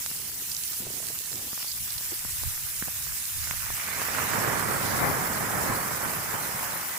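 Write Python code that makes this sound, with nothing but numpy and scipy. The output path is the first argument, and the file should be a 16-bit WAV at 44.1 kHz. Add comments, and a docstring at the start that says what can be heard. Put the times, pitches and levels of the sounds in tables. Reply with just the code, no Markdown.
"""Frying over a twig fire

Outdoors, a stereo microphone just above a metal pan of chopped vegetables. Steam bubbles sizzle in
the fat and water drops spit; underneath, twigs shift and crack and small flames flutter. A light
draught brushes the microphone. Oil is poured in, splutters and spills on the embers: the fire
flares up with a rough roar and slowly sinks."""
import sys
import numpy as np
from scipy import signal
from scipy.fft import rfft, irfft, next_fast_len
from scipy.io import wavfile

SR = 44100
rng = np.random.default_rng(int(sys.argv[2]) if len(sys.argv) > 2 else 0)


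def transcribe(u):
    """Save the signal u as a 16-bit wav file named by the first command-line argument.

    u: samples, shape (n,) or (channels, n), limited to [-1, 1]; the rate is SR.
    q: integer samples, one column per channel.
    """
    v = np.clip(np.atleast_2d(u).T, -1, 1)
    q = np.round(v * 32767).astype(np.int16)
    wavfile.write(sys.argv[1], SR, q)


N = 307811
TIME = np.arange(N) / SR
PADDED = next_fast_len(N + 4096)
FREQ = np.maximum(np.fft.rfftfreq(PADDED, 1 / SR), 1)

# Course of the fizz in the pan: (time [s], relative level [dB], left-right [dB])
FIZZ_COURSE = [(0.0, -36.5, 1), (0.15, -36, 2), (0.25, -38.5, -6.0), (0.31, -38.5, 2), (0.62, -36, -3),
               (0.79, -35.5, 1), (0.85, -41, 1), (0.99, -37, -6), (1.2, -38, 0), (1.31, -38, -4),
               (1.43, -38, 1.5), (2.3, -36, 0.5), (4.95, -36, -2.0), (5.03, -34.5, 6), (5.19, -36, -0.5),
               (6.66, -36.5, 0), (6.85, -38, 5), (6.95, -37.5, 1)]
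# Spectra of tiny bubbles, larger bubbles and oil boiling off: (frequency [Hz], relative level [dB])
FIZZ_SPECTRUM = [(3000, -77), (5000, -8), (6500, -3.5), (8000, -2), (10000, 0.5), (12500, 0), (14500, 1.5),
                 (15500, 1)]
BUBBLE_SPECTRUM = [(300, -24), (700, -9), (1100, -4), (1800, -2.5), (2700, 0.5), (3300, 0.5), (4200, 1.5),
                   (5200, 3), (6500, 1), (8000, 3.5), (11000, -27)]
SPLUTTER_SPECTRUM = [(500, -16), (900, -3.5), (1300, 2.5), (1950, 4.5), (2500, 1), (3100, -4.5),
                     (4200, -51), (7000, -51)]
# Spurts of steam:
# (time [s], half width [s], relative level [dB], pitch [Hz], bandwidth [octaves], left-right [dB])
STEAM_SPURTS = [(0.72, 0.087, -46, 5000, 0.7, -8), (1.33, 0.03, -45, 5400, 0.3, -15),
                (1.615, 0.056, -41.5, 5200, 0.32, -10), (1.62, 0.05, -47, 2700, 0.5, -2),
                (1.695, 0.03, -40, 4670, 0.24, -4), (2.33, 0.04, -44, 8200, 0.25, 10),
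                (3.47, 0.05, -40, 6030, 0.51, -7), (3.65, 0.08, -49, 6100, 0.25, 5),
                (4.89, 0.11, -39, 4500, 1, -6), (5.03, 0.089, -44, 5000, 1.2, 9)]
# Water drops bursting in the fat: (time [s], relative level [dB], decay [s])
FAT_SPITS = [(.0615, -14.5, .0012), (.259, -24, .0009), (.513, -21, 0.0094), (.5178, -15, 0.0009),
             (.549, -13, 0.00043), (.566, -17, 0.0021), (.636, -14, 0.0014), (.679, -15, 0.00069),
             (1.069, -16, .0006), (1.086, -16, .0013), (1.137, -22, .0003), (1.189, -14, 0.00074),
             (1.219, -17.5, .0003), (1.259, -19.5, .0008), (1.330, -21, 0.0013), (1.357, -13, 0.00051),
             (1.627, -21, 0.0028), (1.715, -20, 0.0052), (1.903, -20.5, 0.0066), (1.923, -13, .0003),
             (1.980, -21, 0.0059), (2.428, -21, .0003), (3.255, -11, 0.00028)]
# Spectra of the flare's bright rush and deep roar: (frequency [Hz], relative level [dB])
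RUSH_SPECTRUM = [(250, -13.5), (500, -11.5), (800, -0.5), (1100, 3), (1500, 2), (1950, -1), (2400, -7),
                 (3000, -36), (4000, -68), (7000, -55)]
ROAR_SPECTRUM = [(25, -20), (60, -4.5), (110, 4), (190, 2), (330, -1.5), (550, -1), (850, -4), (1500, -29)]
# How alike the roar is left and right: (frequency [Hz], likeness [0-1])
ROAR_COHERENCE = [(60, 0.7), (130, 0.64), (300, 0.14), (700, 0.5)]
# Surges of the flare: (peak time [s], rise [s], gain [dB], left-right [dB])
FLARE_SURGES = [(4.44, 0.085, 1.5, -1), (5.035, 0.04, 7, 8), (5.685, 0.022, 3, 1), (6.04, 0.014, 4.5, -1),
                (6.34, 0.015, 4, 2), (6.74, 0.018, 1.5, 1)]
# Twigs splitting:
# (time [s], level [dB], pitch [Hz], woody ring [0-1], knock relative to crack [dB], left-right [dB])
TWIG_CRACKS = [(0.062, -18.5, 2980, 0, -28, -19), (0.114, -29.5, 1600, 0.1, -4, -4),
               (1.329, -29, 1600, 0.2, -12, -6), (1.531, -27.5, 1340, 0.06, -2.5, -6),
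               (1.577, -26, 1500, 0, -23, -7), (1.626, -30, 2210, 0, -16, -6),
               (1.629, -25, 2400, .2, -16, 1), (1.6453, -33, 900, 0, -15, -7),
               (2.0107, -38, 900, 0, -9, -2), (2.119, -31, 1800, 0, -11, -8),
               (2.2503, -26.5, 1210, 0, -3, 18), (2.4353, -25.5, 1040, 0, -8, -26),
               (2.5772, -27, 1820, 0.4, -22, -6), (2.8246, -19.5, 1580, 0.7, -2, -3),
               (2.8752, -34, 1200, 0, 3, -18), (2.882, -26, 870, 0, -6, -23),
               (3.0683, -31, 1350, 0.3, -28, -6), (3.121, -26.5, 2100, 0, -24, -3),
               (3.473, -24, 1610, 0.4, -17, -5), (3.5104, -13.5, 2000, 0, -17, -5),
               (3.537, -31, 1200, 0, -21, -6), (3.7031, -24, 1020, 0.15, -14, -2),
               (3.7856, -33, 984, 0, -3, -15), (3.8863, -25, 1100, .1, -20, -11),
               (3.9308, -32, 1000, 0, -2, -5), (4.017, -18, 1090, 0, -20, -8),
               (4.086, -19.5, 895, 0, -17, -15), (4.1483, -22, 1700, .1, -16, -9),
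               (4.1852, -17, 1250, .1, -21, -6), (4.3346, -16, 1750, 0.4, -20, -12),
               (4.8526, -23, 1150, 0, -1, -15), (5.6618, -18, 900, 0.3, -13, -15),
               (5.699, -20, 1200, 0, 1, -15), (6.3414, -24, 950, .1, -3, 1), (6.412, -20, 1170, 0, -12, -2)]
# Sticks bumping in the pile: (time [s], level [dB], pitch [Hz], decay [s], left-right [dB])
STICK_KNOCKS = [(0.421, -42, 350, 0.0025, -2), (0.803, -34, 230, 0.0065, 2), (0.867, -32.5, 390, 0.0043, 0),
                (0.869, -40, 620, 0.0032, -7), (0.872, -38, 130, 0.011, -2), (0.904, -33.5, 400, 0.0026, 4),
                (1.002, -34, 560, 0.0016, -1), (1.027, -40, 640, 0.004, -3), (1.055, -49, 440, 0.004, -2),
                (1.102, -37, 480, 0.0025, 2), (1.109, -39, 696, 0.003, 0), (1.208, -45, 420, 0.003, -4),
                (1.316, -36, 418, .0016, -4), (1.338, -42, 220, .005, -2), (1.355, -41, 320, 0.0085, -1),
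                (1.415, -41, 600, .0012, -3), (1.468, -43, 220, .004, 0), (2.114, -43, 503, .003, -4),
                (2.122, -32, 337, 0.0053, -5), (2.131, -42, 394, 0.0046, -6)]
# Twigs sliding over one another: (start [s], length [s], level [dB])
TWIG_SCUFFS = [(0.132, 0.27, -54.5), (0.782, 0.2, -48), (0.972, 0.18, -54), (1.313, 0.16, -48.5)]
# Deep puffs of flame and air: (time [s], level [dB], pitch [Hz], left-right [dB])
FLAME_PUFFS = [(2.452, -29, 96, -22), (6.158, -32, 160, -2), (6.54, -32, 130, -1)]
# Spectra of bark, small flames, wind on the microphone and embers: (frequency [Hz], relative level [dB])
SCUFF_SPECTRUM = [(40, -8), (110, 6), (220, -1), (400, -2), (620, -8), (820, -7.5), (1200, -16),
                  (2500, -34)]
FLUTTER_SPECTRUM = [(25, -20), (60, 5.5), (110, 5), (200, 0), (380, -6.5), (620, -12.5), (850, -10.5),
                    (1200, -8), (2500, -34)]
WIND_SPECTRUM = [(20, -5), (45, -0.5), (90, 3.5), (150, -5), (220, -19), (400, -69), (1000, -70)]
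EMBER_SPECTRUM = [(200, -22), (600, -9), (1500, 19), (2800, 5), (5000, -11), (10000, -1)]
# Gusts on the microphone: (time [s], half width [s], level [dB], left-right [dB])
WIND_GUSTS = [(1.82, 0.02, -45, -17), (1.98, 0.02, -49, 19), (2.29, 0.056, -47.5, 14),
              (2.45, 0.094, -44.5, -5), (2.67, 0.28, -50.5, 3), (2.82, 0.049, -51, -8),
              (2.99, .035, -52, -2), (3.10, 0.055, -47, 6), (3.39, 0.059, -43.5, -10),
              (3.56, 0.14, -45.5, -13), (3.71, 0.042, -42, -11)]
# Balance of the microphone's two ports: (frequency [Hz], left-right [dB])
MIC_BALANCE = [(200, -1.5), (750, -2.5), (1100, -5), (1580, -8.5), (1900, -3.5), (2900, -3.5), (3600, -7),
               (4200, -3.5), (5300, -7.5), (7000, -9.5), (9500, -3), (13000, 1.5)]
# How alike the ports hear the pan and fire: (frequency [Hz], likeness [0-1])
MIC_COHERENCE = [(200, 1), (600, 1), (1100, 0.96), (1700, 0.41), (2400, 0.17), (3500, 0.16), (8000, 0.082),
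                 (15000, 0.025)]
# Phase by which the left port trails the right: (frequency [Hz], lag [rad])
MIC_LAG = [(100, 0.31), (400, 0.72), (1050, 1.38), (1500, 1.87), (1800, -0.14), (2600, 0.86), (3300, 1.44),
           (7000, 0.92)]


def frying(bubbling_db=-43.5, fresh_oil_db=4, sputter_db=0.58):
    """Steam bubbles burst just below the microphone: tiny ones fizz, fewer large ones crackle."""
    course_db, side_db = in_time(FIZZ_COURSE)
    fizz = at_ports(bursts(per_s=11000, spread_db=2), FIZZ_SPECTRUM, at_hz(MIC_COHERENCE))
    fizz = clumped(fizz, depth_db=2, rate=19) * from_db(course_db + 3) * panned(side_db - side_db.mean())
    fresh_oil = swell(4.2, width_s=0.54)   # more bubbling as the new oil heats up
    crackle = at_ports(bursts(per_s=8000, spread_db=1), BUBBLE_SPECTRUM, at_hz(MIC_COHERENCE))
    crackle = clumped(crackle, depth_db=3, rate=15) * from_db(bubbling_db + fresh_oil_db * fresh_oil)
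    return (fizz + crackle) * from_db(sputter_db * drift(21))


def boil_ups(gain_db=-3.5, rough_db=2):
    """Steam breaks out from under a piece of food in a short spurt of like-sized bubbles."""
    out, froth = 0, bursts(per_s=11000, spread_db=1)
    for s, width_s, db, hz, octaves, side_db in STEAM_SPURTS:
        spurt = rms_one(filtered(froth, hz * 2 ** (octaves * np.array([-.5, .5])), "band"))
        out = out + spurt * swell(s, width_s) * from_db(db) * panned(side_db)
    return out * from_db(gain_db + rough_db * drift(60))


def spits(gain_db=-4, tick_hz=11300, squirt_hz=4820, squirt_from_s=0.0011, small_per_s=14):
    """A water drop bursts in hot fat with a bright tick, or boils off in a longer, duller squirt."""
    out, t = np.zeros((2, N)), TIME[:2048]
    small_spits = [(s, -24.5, 0.0015) for s in TIME[rng.random(N) < small_per_s / SR]]
    for s, db, decay_s in list(FAT_SPITS) + small_spits:
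        top_hz = squirt_hz + (tick_hz - squirt_hz) / (1 + (decay_s / squirt_from_s) ** 2)
        burst = rng.standard_normal((2, len(t))) * np.exp(-t / decay_s)
        tick = filtered(burst, [0.85 * squirt_hz, 1.165 * top_hz], "band")
        tick /= np.abs(tick).max(axis=1, keepdims=True)
        add(out, s, tick * from_db(db + gain_db) * panned(-9))
    return out


def splutter(pour_s=3.4, peak_s=4.14, peak_db=-37, spilled_db=-44.5, simmer_s=1.77, simmer_db=-51.5):
    """Oil boils off the hot rim and the embers in a dense patter, most as it is poured."""
    rise_db_per_s, fall_db_per_s = 16, 13
    pour_db = np.maximum(peak_db - fall_db_per_s * since(peak_s), spilled_db)
    pour_db -= rise_db_per_s * np.maximum(peak_s - TIME, 0)
    pour = from_db(pour_db) * (TIME > pour_s)
    simmer = from_db(simmer_db) * np.minimum(since(simmer_s) / 0.25, 1)   # the rim gets hot enough
    patter = at_ports(bursts(per_s=3000, spread_db=3), SPLUTTER_SPECTRUM, at_hz(MIC_COHERENCE))
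    return clumped(patter, depth_db=3, rate=15.7) * np.hypot(pour, simmer)


def flare(ignition_s=3.667, rise_s=0.7, hold_s=0.97, burnout_s=6.66, flicker_db=0.96):
    """Spilled oil droplets ignite in quick succession, each sending out a small pressure pulse."""
    sink_db_per_s, burnout_db_per_s, dull_db_per_s, thin_db_per_s = 3, 12, 3.1, 4
    growth = np.minimum(since(ignition_s) / rise_s, 1) ** 1.5
    sinking_s = since(ignition_s + rise_s + hold_s)
    level_db = -36 - sink_db_per_s * sinking_s - burnout_db_per_s * since(burnout_s)
    surge_db = side_db = 0
    for s, surge_rise_s, db, lean_db in FLARE_SURGES:
        surge = swell(s, surge_rise_s, fall_ratio=2.74)
        surge_db += db * surge
        side_db += lean_db * surge
    rush = at_ports(bursts(per_s=4000, spread_db=0.5), RUSH_SPECTRUM, 0.51 * at_hz(MIC_COHERENCE))
    treble_db = 0.5 - dull_db_per_s * since(ignition_s)   # the top fades as the oil burns off
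    rush += (from_db(treble_db) - 1) * filtered(rush, 1500, "high", order=1)
    rush *= from_db(3 + surge_db)
    roar = at_ports(bursts(per_s=2000, spread_db=3.5), ROAR_SPECTRUM, at_hz(ROAR_COHERENCE))
    roar *= from_db(0.4 + 0.98 * surge_db - thin_db_per_s * sinking_s)   # dies sooner than the rush
    return (rush + roar) * growth * from_db(level_db + flicker_db * drift(7.2)) * panned(side_db)


def cracks(scatter=0.072, scatter_s=0.0024, lag_s=0.0001, ring_cycles=1.1, knock_hz=165, knock_s=0.0024):
    """A twig splits with a sharp pulse that scatters and rings; the pile answers with a low knock."""
    out, t = np.zeros((2, N)), TIME[:2048]
    pile = filtered(np.cos(2 * np.pi * knock_hz * t) * np.exp(-t / knock_s), 800, "low")
    split = signal.unit_impulse(len(t))
    ports = np.array([np.roll(split, round(lag_s * SR)), split])   # the right port hears it first
    for s, db, hz, ring, knock_db, side_db in TWIG_CRACKS:
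        twig = 2 * np.pi * hz / SR * np.cos(2 * np.pi * hz * t) * np.exp(-t * hz / ring_cycles)
        pulse = ports + ring * signal.fftconvolve(ports, [twig])[:, :len(t)]
        pulse += scatter * rng.standard_normal((2, len(t))) * np.exp(-t / scatter_s)
        pulse = filtered(pulse, 1.35 * hz, "low", order=4)
        pulse = filtered(pulse, 0.4 * hz, "high", order=1)
        crack = pulse / np.abs(pulse).max() + from_db(knock_db) * pile
        add(out, s, crack * from_db(db) * panned(side_db))
    return out


def knocks(grit=0.49):
    """A stick bumps its neighbours under the pan: a low, damped ring with the dry grit of bark."""
    out, t = np.zeros((2, N)), TIME[:4096]
    for s, db, hz, decay_s, side_db in STICK_KNOCKS:
        bark = rms_one(filtered(rng.standard_normal(len(t)), [0.25 * hz, 1.3 * hz], "band"))
        bump = (np.sin(2 * np.pi * hz * t) + grit * bark) * np.exp(-t / decay_s)
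        add(out, s, bump / np.abs(bump).max() * from_db(db) * panned(side_db))
    return out


def scuffs(rough_db=2.5, sag_db_per_s=6):
    """Bark drags over bark in a dense run of small slips: a low, rough scuffing."""
    power = 0
    for s, length_s, db in TWIG_SCUFFS:
        drag = held(s, length_s, attack_s=0.018, release_s=0.033)
        power += (from_db(db - sag_db_per_s * since(s)) * drag) ** 2
    slips = at_ports(bursts(per_s=1500, spread_db=3), SCUFF_SPECTRUM, likeness=0.83)
    return slips * np.sqrt(power) * from_db(rough_db * drift(75))


def puffs(swell_cycles=0.93):
    """A flame flaps or an eddy passes: one dull swell, longer the deeper it is."""
    out, t = np.zeros((2, N)), TIME[:4096]
    for s, db, hz, side_db in FLAME_PUFFS:
        push = rng.standard_normal(len(t)) * t * np.exp(-t * hz / swell_cycles)
        flap = filtered(filtered(push, 1.25 * hz, "low", order=5), .5 * hz, "high")
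        add(out, s, flap / np.abs(flap).max() * from_db(db) * panned(side_db))
    return out


def flames(start_db=-54.5, settle_db_per_s=1.5, flicker_db=2):
    """Small flames under the pan flap with soft, uneven pulses and gradually settle."""
    flutter = at_ports(bursts(per_s=650, spread_db=1), FLUTTER_SPECTRUM, likeness=0.93)
    return flutter * from_db(start_db - settle_db_per_s * TIME + flicker_db * drift(47))


def draught(breeze_db=-56, lump_db=1):
    """Eddies push right on the microphone, on each port separately; gusts strike one side harder."""
    power = (from_db(breeze_db) * held(1.65, length_s=2.5, attack_s=0.1, release_s=0.1)) ** 2
    for s, width_s, db, side_db in WIND_GUSTS:
        power = power + (from_db(db) * swell(s, width_s) * panned(side_db)) ** 2
    eddies = at_ports(rng.standard_normal((2, N)), WIND_SPECTRUM, likeness=0.064)
    return eddies * np.sqrt(power) * from_db(lump_db * drift(32))


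def embers(level_db=-60.5):
    """Bark and glowing wood tick faintly behind everything else."""
    return from_db(level_db) * at_ports(bursts(per_s=70, spread_db=2.5), EMBER_SPECTRUM, likeness=1)


def at_ports(pair, spectrum, likeness):
    """Colour two unrelated signals and blend them as the microphone hears a source below it; rms 1."""
    right, unrelated = rfft(pair, PADDED) * from_db(at_hz(spectrum))
    left = likeness * right + np.sqrt(1 - likeness ** 2) * unrelated
    left *= np.exp(-1j * at_hz(MIC_LAG))
    ports = np.array([left, right]) * panned(at_hz(MIC_BALANCE))
    return rms_one(irfft(ports, PADDED)[:, :N])


def bursts(per_s, spread_db):
    """Two trains of random clicks, most small and a few large."""
    sizes = from_db(spread_db * np.minimum(rng.exponential(1, (2, N)), 4))
    clicks = sizes * rng.choice([-1, 1], (2, N)) * (rng.random((2, N)) < per_s / SR)
    return clicks / clicks.std()


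def clumped(x, depth_db, rate, bands=26):
    """Bubbles of like size come in clumps: each band swells and fades on its own."""
    spectrum, out = rfft(x, PADDED), 0
    centres_hz = np.geomspace(1500, 15000, bands)
    for share in np.eye(bands):
        band = irfft(spectrum * at_hz(np.column_stack([centres_hz, share])), PADDED)[:, :N]
        out = out + band * from_db(depth_db * np.array([drift(rate), drift(rate)]))
    return rms_one(out)


def drift(rate):
    """A random wander of rms 1, mostly slower than rate [Hz]."""
    step, run_in = 40, 2000
    pole = np.exp(-2 * np.pi * rate * step / SR)
    noise = rng.standard_normal(N // step + run_in + 2)
    slow = signal.lfilter([1], [1, -2 * pole, pole * pole], noise)[run_in:]
    return np.interp(np.arange(N) / step, np.arange(len(slow)), rms_one(slow))


def held(s, length_s, attack_s, release_s):
    """Gain that rises from time s, holds at 1 and is released after its length."""
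    return np.clip((TIME - s) / attack_s, 0, 1) * np.clip(1 - (TIME - s - length_s) / release_s, 0, 1)


def swell(s, width_s, fall_ratio=1):
    """A smooth bump of height 1 around time s, whose fall may be stretched."""
    return np.exp(-((TIME - s) / np.where(TIME < s, width_s, fall_ratio * width_s)) ** 2)


def since(s):
    """Seconds gone by after time s, 0 before it."""
    return np.maximum(TIME - s, 0)


def in_time(rows):
    """One curve over time for each value column of a table."""
    s, *columns = np.transpose(rows)
    return [np.interp(TIME, s, column) for column in columns]


def at_hz(points):
    """A table joined by lines on a log-frequency axis."""
    hz, value = np.transpose(points)
    return np.interp(np.log(FREQ), np.log(hz), value)


def from_db(db):
    """Decibels to gain."""
    return 10 ** (np.asarray(db) / 20)


def rms_one(x):
    """Scale so that the mean of the channels has rms 1."""
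    return x / np.sqrt(np.mean(np.atleast_2d(x).mean(axis=0) ** 2) + 1e-20)


def panned(db):
    """Left and right gains of constant total power, the left louder by db."""
    gains = from_db(np.array([[.5], [-.5]]) * db)
    return gains / np.sqrt(np.mean(gains ** 2, axis=0))


def filtered(x, hz, kind, order=2):
    """Butterworth filter."""
    return signal.sosfilt(signal.butter(order, np.clip(hz, 15, .45 * SR), kind, fs=SR, output="sos"), x)


def add(out, s, sound):
    """Mix a short stereo sound in at time s."""
    start = max(round(s * SR), 0)
    out[:, start:start + sound.shape[1]] += sound[:, :N - start]


def scene():
    """Pan and fire at close range in the open air, with no room around them."""
    pan = frying() + boil_ups() + spits() + splutter()
    fire = flames() + puffs() + scuffs() + knocks() + cracks() + embers() + flare()
    return pan + fire + draught()


def record(dry, cutoff_hz=15520):
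    """The recorder cuts the top of the treble steeply."""
    return signal.sosfilt(signal.ellip(12, .1, 80, cutoff_hz, fs=SR, output="sos"), dry)


dry = scene()
out = record(dry)
transcribe(out)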